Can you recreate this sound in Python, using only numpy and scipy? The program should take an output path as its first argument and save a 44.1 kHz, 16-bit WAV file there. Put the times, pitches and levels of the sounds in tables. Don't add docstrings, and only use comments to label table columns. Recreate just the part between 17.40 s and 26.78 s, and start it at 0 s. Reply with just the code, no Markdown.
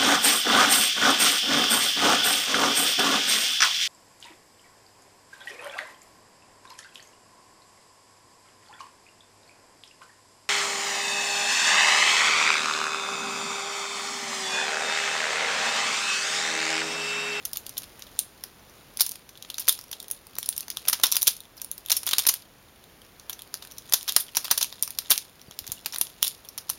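import sys
import numpy as np
from scipy import signal
from scipy.fft import rfft, irfft
from scipy.io import wavfile
from scipy.ndimage import uniform_filter1d

SR = 44100
rng = np.random.default_rng(int(sys.argv[2]) if len(sys.argv) > 2 else 0)


def nominal_scale(level):
    x = np.asarray(level, float) / 20
    return 10 ** x


def dump_mix(stems):
    frames = np.atleast_2d(stems).T
    limited = np.clip(frames, -1, 1)
    pcm = np.round(limited * 32767).astype(np.int16)
    wavfile.write(sys.argv[1], SR, pcm)


N = 413658

# time_s, mid_db (2.5-8 kHz, loudest 2 ms), body_re_mid_db (under 2.5 kHz),
# treble_re_mid_db (over 8 kHz), chatter_ms (decay constant, later held to 0.3-9)
SNAP_TABLE = [(0.0536, -28, -20, 7.5, 2.7), (0.133, -28.5, -28, 6.5, 0.9), (0.1602, -34, -9, 3, 1.3),
              (0.1714, -27.5, -20, 7.5, 1), (0.2654, -33, -17, 4, 1.3), (0.2941, -35.5, -21, 5, 0.7),
              (0.3701, -33.5, -8, -4, 1.2), (0.3792, -28, -35, 7.5, 1.9), (0.3862, -46, -17, 7, 3),
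              (0.4205, -41, -8, -1, 1.6), (0.4337, -41.5, -5, 5, 1.5), (0.5945, -49, -1, 11, 2.3),
              (0.6224, -33, -17, -6, 1.1), (0.6683, -47, -14, -2, 2.4), (0.7912, -17.5, -25, 10, 0.53),
              (0.7982, -38, -13, 14, 1.1), (1.0383, -28.5, -10, 3.5, 1.7), (1.2967, -48, -9, -3, 2.1),
              (1.5724, -31.5, -18, 8, 0.8), (1.592, -36, -3, -1, 5.3), (1.5977, -20.5, -14, 0, 2),
              (1.6082, -9, -19, 5.5, 6.1), (1.6175, -14.5, -20, 6.5, 0.62),
              (1.6647, -25.5, -17.5, 7.5, 3.2), (1.693, -30, -24, 10, 0.6), (1.713, -36, -20, 10, 0.82),
              (1.7184, -29.5, -14, 7, 0.6), (1.7572, -37.5, -6, 5, 1.6), (1.8918, -40.5, -6, 2, 3),
              (1.955, -42, -11, -19, 1.1), (1.975, -39.5, -27, -1, 1.5), (2.0248, -30.5, -28, -2, 1.2),
              (2.049, -39, -2, -33, 1.6), (2.1017, -25.5, -13, -1, 2.2), (2.143, -27.5, -26, -2.5, 1.0),
              (2.183, -22.5, -12, -1.5, 2.5), (2.1976, -32.5, -16, 11, 4.5), (2.2079, -34, -13, 5, 1.2),
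              (2.2147, -37.5, -16, 0, 6.8), (2.2192, -39, -8, 0, 2.7), (2.2804, -18, -1, 3, 1.4),
              (2.2854, -11.5, -25, 10, 1.8), (2.2933, -9, -17.5, 5, 1.4), (2.3257, -28, -25, 10, 1),
              (2.3905, -31.5, -8, 1, 1.2), (2.4123, -36, -25, 4, 0.87), (2.4396, -42, -6, 5, 2.8),
              (2.5145, -31, -12, 6.5, 1.3), (2.5298, -26.5, -12.5, -2.5, 3.8),
              (2.602, -29.5, -27, 3.5, 0.79), (2.628, -43.5, -6, 12, 1.6), (2.683, -39.5, -13, 10, 0.6),
              (2.7022, -41, -5, 10, 0.9), (2.7125, -30, -12, 15, 1.2), (2.7193, -41, -14, 15, 0.9),
              (2.8689, -44.5, -4, 10.5, 0.81), (2.9544, -38.5, -19, 6, 0.7), (2.966, -38.5, -2, -5, 0.63),
              (2.9856, -24.5, -16, 13.5, 0.25), (3.0292, -27, -12.5, 2, 0.9), (3.0603, -32.5, -18, 8, 2.0),
              (3.0902, -20.5, -17, 12, 0.65), (3.1272, -33, -12, -1, 1.3), (3.1653, -32, -20, 6, 1.1),
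              (3.1792, -27.5, -19, 11, 1.2), (3.1921, -40, -10, 6, 2.7), (3.2072, -29, -18, 6, 1.2),
              (3.2822, -31.5, -5, 1, 0.5), (3.3026, -24.5, -15, 5, 0.8), (3.3095, -39, -12, -1, 6.6),
              (3.3708, -21.5, -11.5, -1.5, 0.6), (3.4534, -37.5, 0.5, -2, 1), (3.4624, -46, -4, 12, 0.6),
              (3.4744, -29, -5, -11, 2.2), (3.484, -18.5, -10.5, 10.5, 4.2), (3.487, -20.5, -12, 8, 1.15),
              (3.4984, -22, -5, 11.5, 0.76), (3.5302, -15, -7.5, 1, 3.4), (3.5384, -22, -10, 0, 3.1),
              (3.6362, -8, -8, 4, 4.7), (3.657, -19, -10, -3, 4.8), (3.6676, -17, -18, 0.5, 1.2),
              (3.682, -32, -17, 2, 2.9), (3.717, -21.5, -29, 8.5, 1.3), (3.7234, -11.5, -17.5, 2.5, 1.1),
              (3.7484, -26, -8, 0, 4.6), (3.7568, -19, -13, 4, 3.3), (3.7674, -12.5, -11.5, 6, 2.2),
              (3.8143, -29, -14, 6, 0.6), (3.82, -19.5, -26, 7, 1.1), (3.829, -18, -15, 9.5, 1.2),
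              (3.872, -12, -15, 3.5, 5.9), (3.878, -8, -18, 5.5, 2.8), (3.9667, -38, -17, 6, 1.8),
              (4.0046, -34, -26, 4, 0.7), (4.054, -45.5, -5, 0, 1.6), (4.169, -50, -6, 9, 3.3),
              (4.178, -41, -8, 0.5, 5.9), (4.1997, -42, -10, -2, 0.6), (4.217, -27.5, -16, 7.5, 1.1),
              (4.2462, -37, -10, 13.5, 0.8), (4.3151, -30.5, -23, 13.5, 0.47), (4.3214, -50, -12, 6, 2.6),
              (4.38, -36.5, -16, 9.5, 1.3), (4.4613, -31.5, -18, 5, 0.6), (4.4855, -34, -10, 2, 1.7),
              (4.499, -21.5, -19, 3, 1.5), (4.5048, -17, -8.5, 3, 2.5), (4.518, -7, -25, -3.5, 1.8),
              (4.5226, -19.5, -9, 7.5, 4.3), (4.5534, -38, -11, 3, 7.9), (4.5676, -19.5, -22, 6, 5.8),
              (4.6329, -31.5, -6, 7, 1.2), (4.6667, -27, -10, 12, 4.1), (4.6748, -22, -8, 0, 11),
              (4.6898, -19, -11.5, 3, 3.7), (4.7118, -20.5, -13, 0, 5.9), (4.7334, -13.5, -8, 1, 2.3),
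              (4.7836, -10.5, -16.5, 3.5, 0.96), (4.7919, -16, -12, 5.5, 0.47), (4.7967, -23, -12, 4, 4.4),
              (4.8372, -31.5, -12, -1, 6.9), (4.853, -28, -1, -9, 0.97), (4.868, -13, -12, 5.5, 2),
              (4.8744, -20, -11, 15.5, 0.74), (4.8882, -13.5, -17, 7.5, 5.3), (4.8923, -10.5, -13, 1, 3),
              (4.9148, -39, -13, 3, 7.2), (4.9402, -24.5, -10, 11.5, 1.4), (5.44, -45, -13, -1, 1.6),
              (5.6176, -44.5, -8, 0, 1.6), (5.7977, -38.5, -16, -1, 1.1), (5.897, -28.5, -7, 6, 3.3),
              (5.905, -39, -9, 7, 1), (5.93, -31.5, -14, 0, 5.6), (5.9923, -37, -7.5, 1, 2.5),
              (6.0204, -37.5, -16, 7, 0.66), (6.1417, -23, -11, 1, 0.81), (6.224, -35, -8, -4, 3.3),
              (6.2501, -42, -1, 4, 1.7), (6.2732, -44.5, -14, 6, 1.5), (6.3131, -40, -16, 1, 1.2),
              (6.3201, -39.5, -27, 5, 1.2), (6.3829, -32, -17, 2, 1.5), (6.4967, -38.5, -9, 5, 0.91),
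              (6.5245, -18.5, -7, 4, 1.3), (6.5367, -8.5, -15, 5.5, 2), (6.5422, -12, -12, 0, 1.1),
              (6.6297, -33, -13, 7, 0.66), (6.6794, -24, -6, 1, 2.5), (6.6867, -21, -10, -3, 8.5),
              (6.6933, -18, -30, -1, 1.9), (6.7224, -26.5, -11, 10, 0.52), (6.7645, -6, -10.5, 4.5, 2.3),
              (6.803, -28.5, -25, 10, 13), (6.8832, -38, -10, -12, 0.8), (6.9496, -29, -5, -4, 0.77),
              (6.956, -26.5, -9, 5, 0.67), (6.961, -28, -23, -0.5, 2.4), (6.9704, -9.5, -12, 0.5, 3.2),
              (7.0455, -27, -8, 3.5, 7.3), (7.0528, -27, -12, -5, 1.8), (7.0805, -32.5, 1, -1, 1.1),
              (7.106, -24, -12, -18, 8), (7.1129, -8.5, -10.5, 5, 4.5), (7.1778, -17, -14, 3.5, 5.3),
              (7.2122, -17.5, -12, -0.5, 5.8), (7.2244, -20.5, -14, -7, 5), (7.2283, -14.5, -18, 2.5, 2.6),
              (7.3264, -29.5, -8, -6, 0.35), (7.4259, -23, -18, 15.5, 0.36), (7.43, -25, -18, 2, 3.6),
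              (7.4776, -28, -7, 1, 1.2), (7.5059, -33, -11, 10, 0.51), (7.5874, -17, -16, 2, 2),
              (7.6594, -38, -14, -16, 1.3), (7.699, -27, -5, -1, 3.1), (7.7057, -13, -12, 8.5, 3.7),
              (7.7134, -10.5, -11.5, -3, 7.5), (7.7185, -16, -7.5, 12.5, 2), (7.7276, -30, -17, 15, 0.44),
              (7.7587, -29, -10, -2, 2.8), (7.7783, -16, -19, 3.5, 0.6), (7.996, -45, -12, -8, 1.6),
              (8.0159, -38.5, -20, -3, 0.85), (8.1111, -35.5, -6, -1, 1.2), (8.122, -45, -2, -9, 2.1),
              (8.1904, -24, -22, 3.5, 1.3), (8.2423, -42, -1, -3, 3.3), (8.268, -33.5, -11, 4, 0.9),
              (8.277, -30, -14, 3, 1.2), (8.3, -40, -5, 2, 2), (8.3194, -24, -20, 7, 1),
              (8.3236, -32, -9, 6, 2), (8.4479, -44, -10, -3, 0.91), (8.4604, -20.5, -6.5, 2.5, 1.8),
              (8.4657, -31, -4, 7, 1.2), (8.5245, -28, -18, -7, 1.6), (8.5301, -40, -11, 7, 1.4),
              (8.5355, -38.5, 4.5, 0, 5.4), (8.5403, -28.5, -19, -4, 0.7), (8.5455, -27, -10, 1, 0.85),
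              (8.5601, -25, -7.5, 1, 1.4), (8.5844, -37, 0, 19.5, 0.75), (8.6132, -18, -12.5, 10.5, 2.1),
              (8.6696, -33, -11, -9, 0.52), (8.8284, -9, -19.5, 2.5, 0.74), (8.842, -23, -18, 2, 1.7),
              (8.8478, -22, -12, 4, 3.9), (8.8664, -31, -14, 7, 7.4), (8.8706, -22.5, -18, -1, 1.4),
              (8.8798, -23, -21, 9, 0.6), (9.049, -42.5, -17, 0, 0.67), (9.0536, -48, -8, 8, 1.1),
              (9.0884, -32.5, -34, 1.5, 1.9), (9.1785, -31.5, -5, 10, 1.5), (9.1823, -28.5, -15, -4, 1.9),
              (9.294, -28, -11, 0, 2.6), (9.2997, -22.5, -6.5, 9.5, 1.1), (9.3115, -39, -7, 4, 2.5)]
# time_s, effort_db
EFFORT = [(0.0, -52), (1.93, -58.5), (2.19, -48), (2.87, -54.5), (3.13, -52), (3.47, -51), (3.73, -45),
          (4.02, -60), (4.21, -59), (4.78, -41), (4.99, -54), (5.33, -60), (6.19, -56), (7.11, -43),
          (8.02, -54.5), (8.41, -50), (8.91, -57), (9.38, -55)]
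# freq_hz, relative_db
TICK_COLOUR = [(120, -40), (200, -35), (620, -16), (1000, -1.5), (1710, -6), (3620, 8), (6050, 8),
               (7830, 3.5), (10500, 2.5), (16000, 0)]


def read(points, hz):
    f, value = np.transpose(points)
    return np.interp(np.log(hz + 1), np.log(f + 1), value)


def colour(x, gain):
    hz = np.fft.rfftfreq(x.shape[-1], 1 / SR)
    return irfft(rfft(x) * gain(hz), x.shape[-1])


def evened(x):
    return x / np.sqrt(np.mean(x ** 2) + 1e-20)


def add(mix, start_s, sound):
    part = mix[max(round(start_s * SR), 0):][:len(sound)]
    part += sound[:len(part)]


def hiss(rms_db=-50.5):
    # freq_hz, relative_density_db
    hiss_colour = [(18, -36), (30, -1), (60, -0.5), (150, -2), (300, -4), (600, -6), (1000, -9),
                   (3000, -13.5), (6000, -18.5), (12000, -20), (16000, -18.5)]
    noise = colour(rng.standard_normal(N), lambda hz: nominal_scale(read(hiss_colour, hz)))
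    return nominal_scale(rms_db) * evened(noise)


def room(direct, spread, tail_db=-11.0, onset_s=0.00033, turn_hz=7.3):
    # freq_hz, t60_s
    decay = [(300, 0.17), (1000, 0.23), (3000, 0.18), (6000, 0.17), (11000, 0.2), (15000, 0.13)]
    # delay_s, gain_db
    echoes = [(.0031, -18.5), (.0072, -21.5), (0.0115, -26.5), (0.0147, -42)]
    hz, t, z = signal.stft(rng.standard_normal((3, SR // 2)), SR, nperseg=128)
    fade = nominal_scale(-60 * t / read(decay, hz)[:, None])
    tails = signal.istft(z * fade, SR, nperseg=128)[1]
    tails *= 1 - np.exp(-np.arange(tails.shape[1]) / (onset_s * SR))
    out = direct.copy()
    for delay_s, gain_db in echoes:
        add(out, delay_s, nominal_scale(gain_db) * direct)
    for k, tail in enumerate(tails):
        turn = np.sqrt(2 / 3) * np.cos(2 * np.pi * (np.arange(N) / SR * turn_hz + k / 3))
        tail = tail / np.linalg.norm(tail)
        out += nominal_scale(tail_db) * signal.fftconvolve(spread * turn, tail)[:N]
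    return out


def rustle():
    # start_s, length_s, level_db, centre_hz, width_hz
    swell = (2.46, .4, -56, 500, 240)
    start_s, length_s, level_db, centre_hz, width_hz = swell
    u = np.clip((np.arange(N) / SR - start_s) / length_s, 0, 1)
    dull = colour(rng.standard_normal(N), lambda hz: np.exp(-((hz - centre_hz) / width_hz) ** 2))
    return nominal_scale(level_db) * evened(dull) * np.sin(np.pi * u ** 0.49)


def bumps(half_cycles=0.91, knock_db=-7, knock_ratio=3.0):
    # time_s (just before the push is fullest), level_db, pitch_hz
    bump_table = [(8.085, -35, 134), (8.219, -40, 72), (8.295, -35.5, 111), (8.323, -41, 83.4)]
    out, t = np.zeros(N), np.arange(3000) / SR
    for time_s, level_db, hz in bump_table:
        push_shape = np.sin(np.pi * np.minimum(t * hz / (2 * half_cycles), 1)) ** 2
        push = np.sin(2 * np.pi * hz * t) * push_shape
        knock_shape = np.sin(np.pi * np.minimum(t * hz / half_cycles, 1)) ** 2
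        knock = np.sin(2 * np.pi * knock_ratio * hz * t) * knock_shape
        add(out, time_s - 0.69 * half_cycles / hz, nominal_scale(level_db) * (push + nominal_scale(knock_db) * knock))
    return out


def squeaks(sag=0.03):
    # start_s, length_s, peak_db, mid_pitch_hz
    squeak_table = [(8.059, .011, -52, 4900), (8.074, .028, -52, 4600), (8.374, .008, -41, 2850),
                    (2.527, .018, -46, 880)]
    out = np.zeros(N)
    for start_s, length_s, peak_db, pitch_hz in squeak_table:
        u = np.arange(0, 1, 1 / (length_s * SR))
        hz = pitch_hz * (1 + sag * (0.5 - u))
        tone = np.sin(2 * np.pi * np.cumsum(hz) / SR)
        add(out, start_s, nominal_scale(peak_db) * np.sin(np.pi * u ** 0.88) ** 2 * tone)
    return out


def scrape(ticks_per_s=900, spread_db=4.0, effort_offset_db=-5.5):
    grind_db, grind_s, rattle_db, rattle_s = -31, 0.014, -25.5, 0.037
    ticks = (rng.random(N) < ticks_per_s / SR) * rng.standard_normal(N)
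    ticks *= nominal_scale(spread_db * np.minimum(rng.exponential(1, N), 4))
    grains = np.exp(-np.arange(256) / 25) * rng.standard_normal((4, 256))
    which = rng.integers(0, 4, N)
    rubbed = sum(signal.oaconvolve(ticks * (which == k), g)[:N] for k, g in enumerate(grains))
    rubbed = evened(colour(rubbed, lambda hz: nominal_scale(read(TICK_COLOUR, hz))))

    time_s, mid_db = np.transpose(SNAP_TABLE)[:2]
    blows = np.bincount((time_s * SR).astype(int), nominal_scale(mid_db), N)
    lag_s = np.arange(-SR // 4, SR // 4 + 1) / SR
    grind = nominal_scale(grind_db) * np.exp(lag_s / grind_s)
    rattle = nominal_scale(rattle_db) * np.exp(-lag_s / rattle_s)
    near = np.where(lag_s < 0, grind, rattle)
    effort = nominal_scale(np.interp(np.arange(N) / SR, *np.transpose(EFFORT)) + effort_offset_db)
    return rubbed * (effort + signal.oaconvolve(blows, near, "same"))


def taps(per_s=14):
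    time_s, size, body, treble, length = rng.random((int(per_s * N / SR), 5)).T
    time_s = time_s * N / SR
    mid_db = np.interp(time_s, *np.transpose(EFFORT)) - 1 - 2.5 * np.log(1 - size)
    body_db = -4 + 12 * (body - 0.5)
    treble_db = -0.5 + 14 * (treble - 0.5)
    return np.c_[time_s, mid_db, body_db, treble_db, 1.9 * (0.5 + length)]


def ring(detune=0.082, spread_db=4.0):
    # freq_hz, relative_db, t60_s
    shell = [(950, -11, 0.01), (1910, 8.5, 0.0035), (3680, 2, 0.042), (4800, 5, 0.016), (5770, 4, 0.045),
             (8450, 13, 0.011), (11040, -12, 0.003), (11970, 14, 0.0034), (14700, 15, 0.012)]
    t = np.arange(512)[:, None] / SR
    hz, level_db, t60_s = np.transpose(shell)
    shift, weight = rng.standard_normal((2, len(hz)))
    decay = nominal_scale(level_db + spread_db * weight - 60 * t / t60_s)
    modes = decay * np.sin(2 * np.pi * hz * (1 + detune * shift) * t)
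    return modes.sum(1) / np.linalg.norm(modes.sum(1))


def snaps(order=512, size=2048, ring_db=-8.5, lumpy_db=4.5):
    big_hz, small_hz, scatter, half_width_hz = 3515, 5740, 0.069, 195.0
    even_odds_db, odds_per_db = 1, 0.12
    out = np.zeros((2, N))
    ms = (np.arange(size) - order) * 1000 / SR
    hz = np.fft.rfftfreq(size, 1 / SR)
    low = 1 / (1 + (hz / 2500) ** 8)
    high = 1 / (1 + (8000 / (hz + 1)) ** 16)
    bands = np.array([low, 1 - low - high, high])
    no_bass = 1 / (1 + (170 / (hz + 1)) ** 4)
    for time_s, mid_db, body_db, treble_db, chatter_ms in np.r_[SNAP_TABLE, taps()]:
        is_small = rng.standard_normal() < odds_per_db * (treble_db - even_odds_db)
        sing_hz = (small_hz if is_small else big_hz) * (1 + scatter * rng.standard_normal())

        build_up = -(ms / (0.3 * chatter_ms + 0.067)) ** 2
        die_away = -ms / np.clip(chatter_ms, 0.3, 9)
        shape = np.exp(np.where(ms < 0, build_up, die_away))
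        lumps = evened(uniform_filter1d(rng.standard_normal(size), size=24))
        impacts = rng.standard_normal(size) * nominal_scale(lumpy_db * lumps) * shape
        rung = signal.fftconvolve(impacts, ring())[:size]
        z = (rfft(impacts) * nominal_scale(read(TICK_COLOUR, hz)) + nominal_scale(ring_db) * rfft(rung)) * no_bass

        sing_db = 6.5 + 0.21 * (-22 - mid_db)
        z *= 1 + nominal_scale(sing_db) / (1 + 1j * (hz - sing_hz) / half_width_hz)

        parts = irfft(z * bands, size)
        loudest = np.sqrt(uniform_filter1d(parts ** 2, 88, 1).max(1))
        direct = nominal_scale(mid_db + np.array([body_db, 0, treble_db])) / loudest @ parts
        z = rfft(direct)
        smooth = np.sqrt(abs(uniform_filter1d(abs(z) ** 2, size=45)))
        spread = irfft(z / (abs(z) + 1e-12) * smooth, size)
        add(out[0], time_s - order / SR, direct)
        add(out[1], time_s - order / SR, spread)
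    return out


def scene():
    direct, spread = snaps() + scrape() + squeaks()
    return (room(direct, spread) + bumps() + rustle() + hiss())[None]


def band_limit(x):
    return signal.sosfilt(signal.butter(12, 16960, fs=SR, output="sos"), x)


def record(dry, knee_db=-33.5, depth=0.19, recover_db_per_s=1.5, gain_db=1.5, edge_hz=16000):
    # freq_hz, gain_db
    mic_response = [(6000, -2), (7000, -2.5), (7550, -8), (7800, -29.5), (8050, -15), (8600, -7),
                    (9600, -0.5), (15900, -2.5), (16050, -18)]
    power_db = 10 * np.log10(abs(uniform_filter1d(dry[0] ** 2, 2000)) + 1e-12)
    recovery_db = np.arange(N) * recover_db_per_s / SR
    cut_db = depth * np.maximum(power_db - knee_db, 0)
    cut_db = np.maximum.accumulate(cut_db + recovery_db) - recovery_db
    ducked = dry * nominal_scale(gain_db - uniform_filter1d(cut_db, 800))
    rounded = ducked / (1 + ducked ** 6) ** (1 / 6)
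    heard = colour(rounded, lambda hz: nominal_scale(read(mic_response, hz)) / np.sqrt(1 + (hz / edge_hz) ** 90))
    return band_limit(heard)


dry = scene()
out = record(dry)
dump_mix(out)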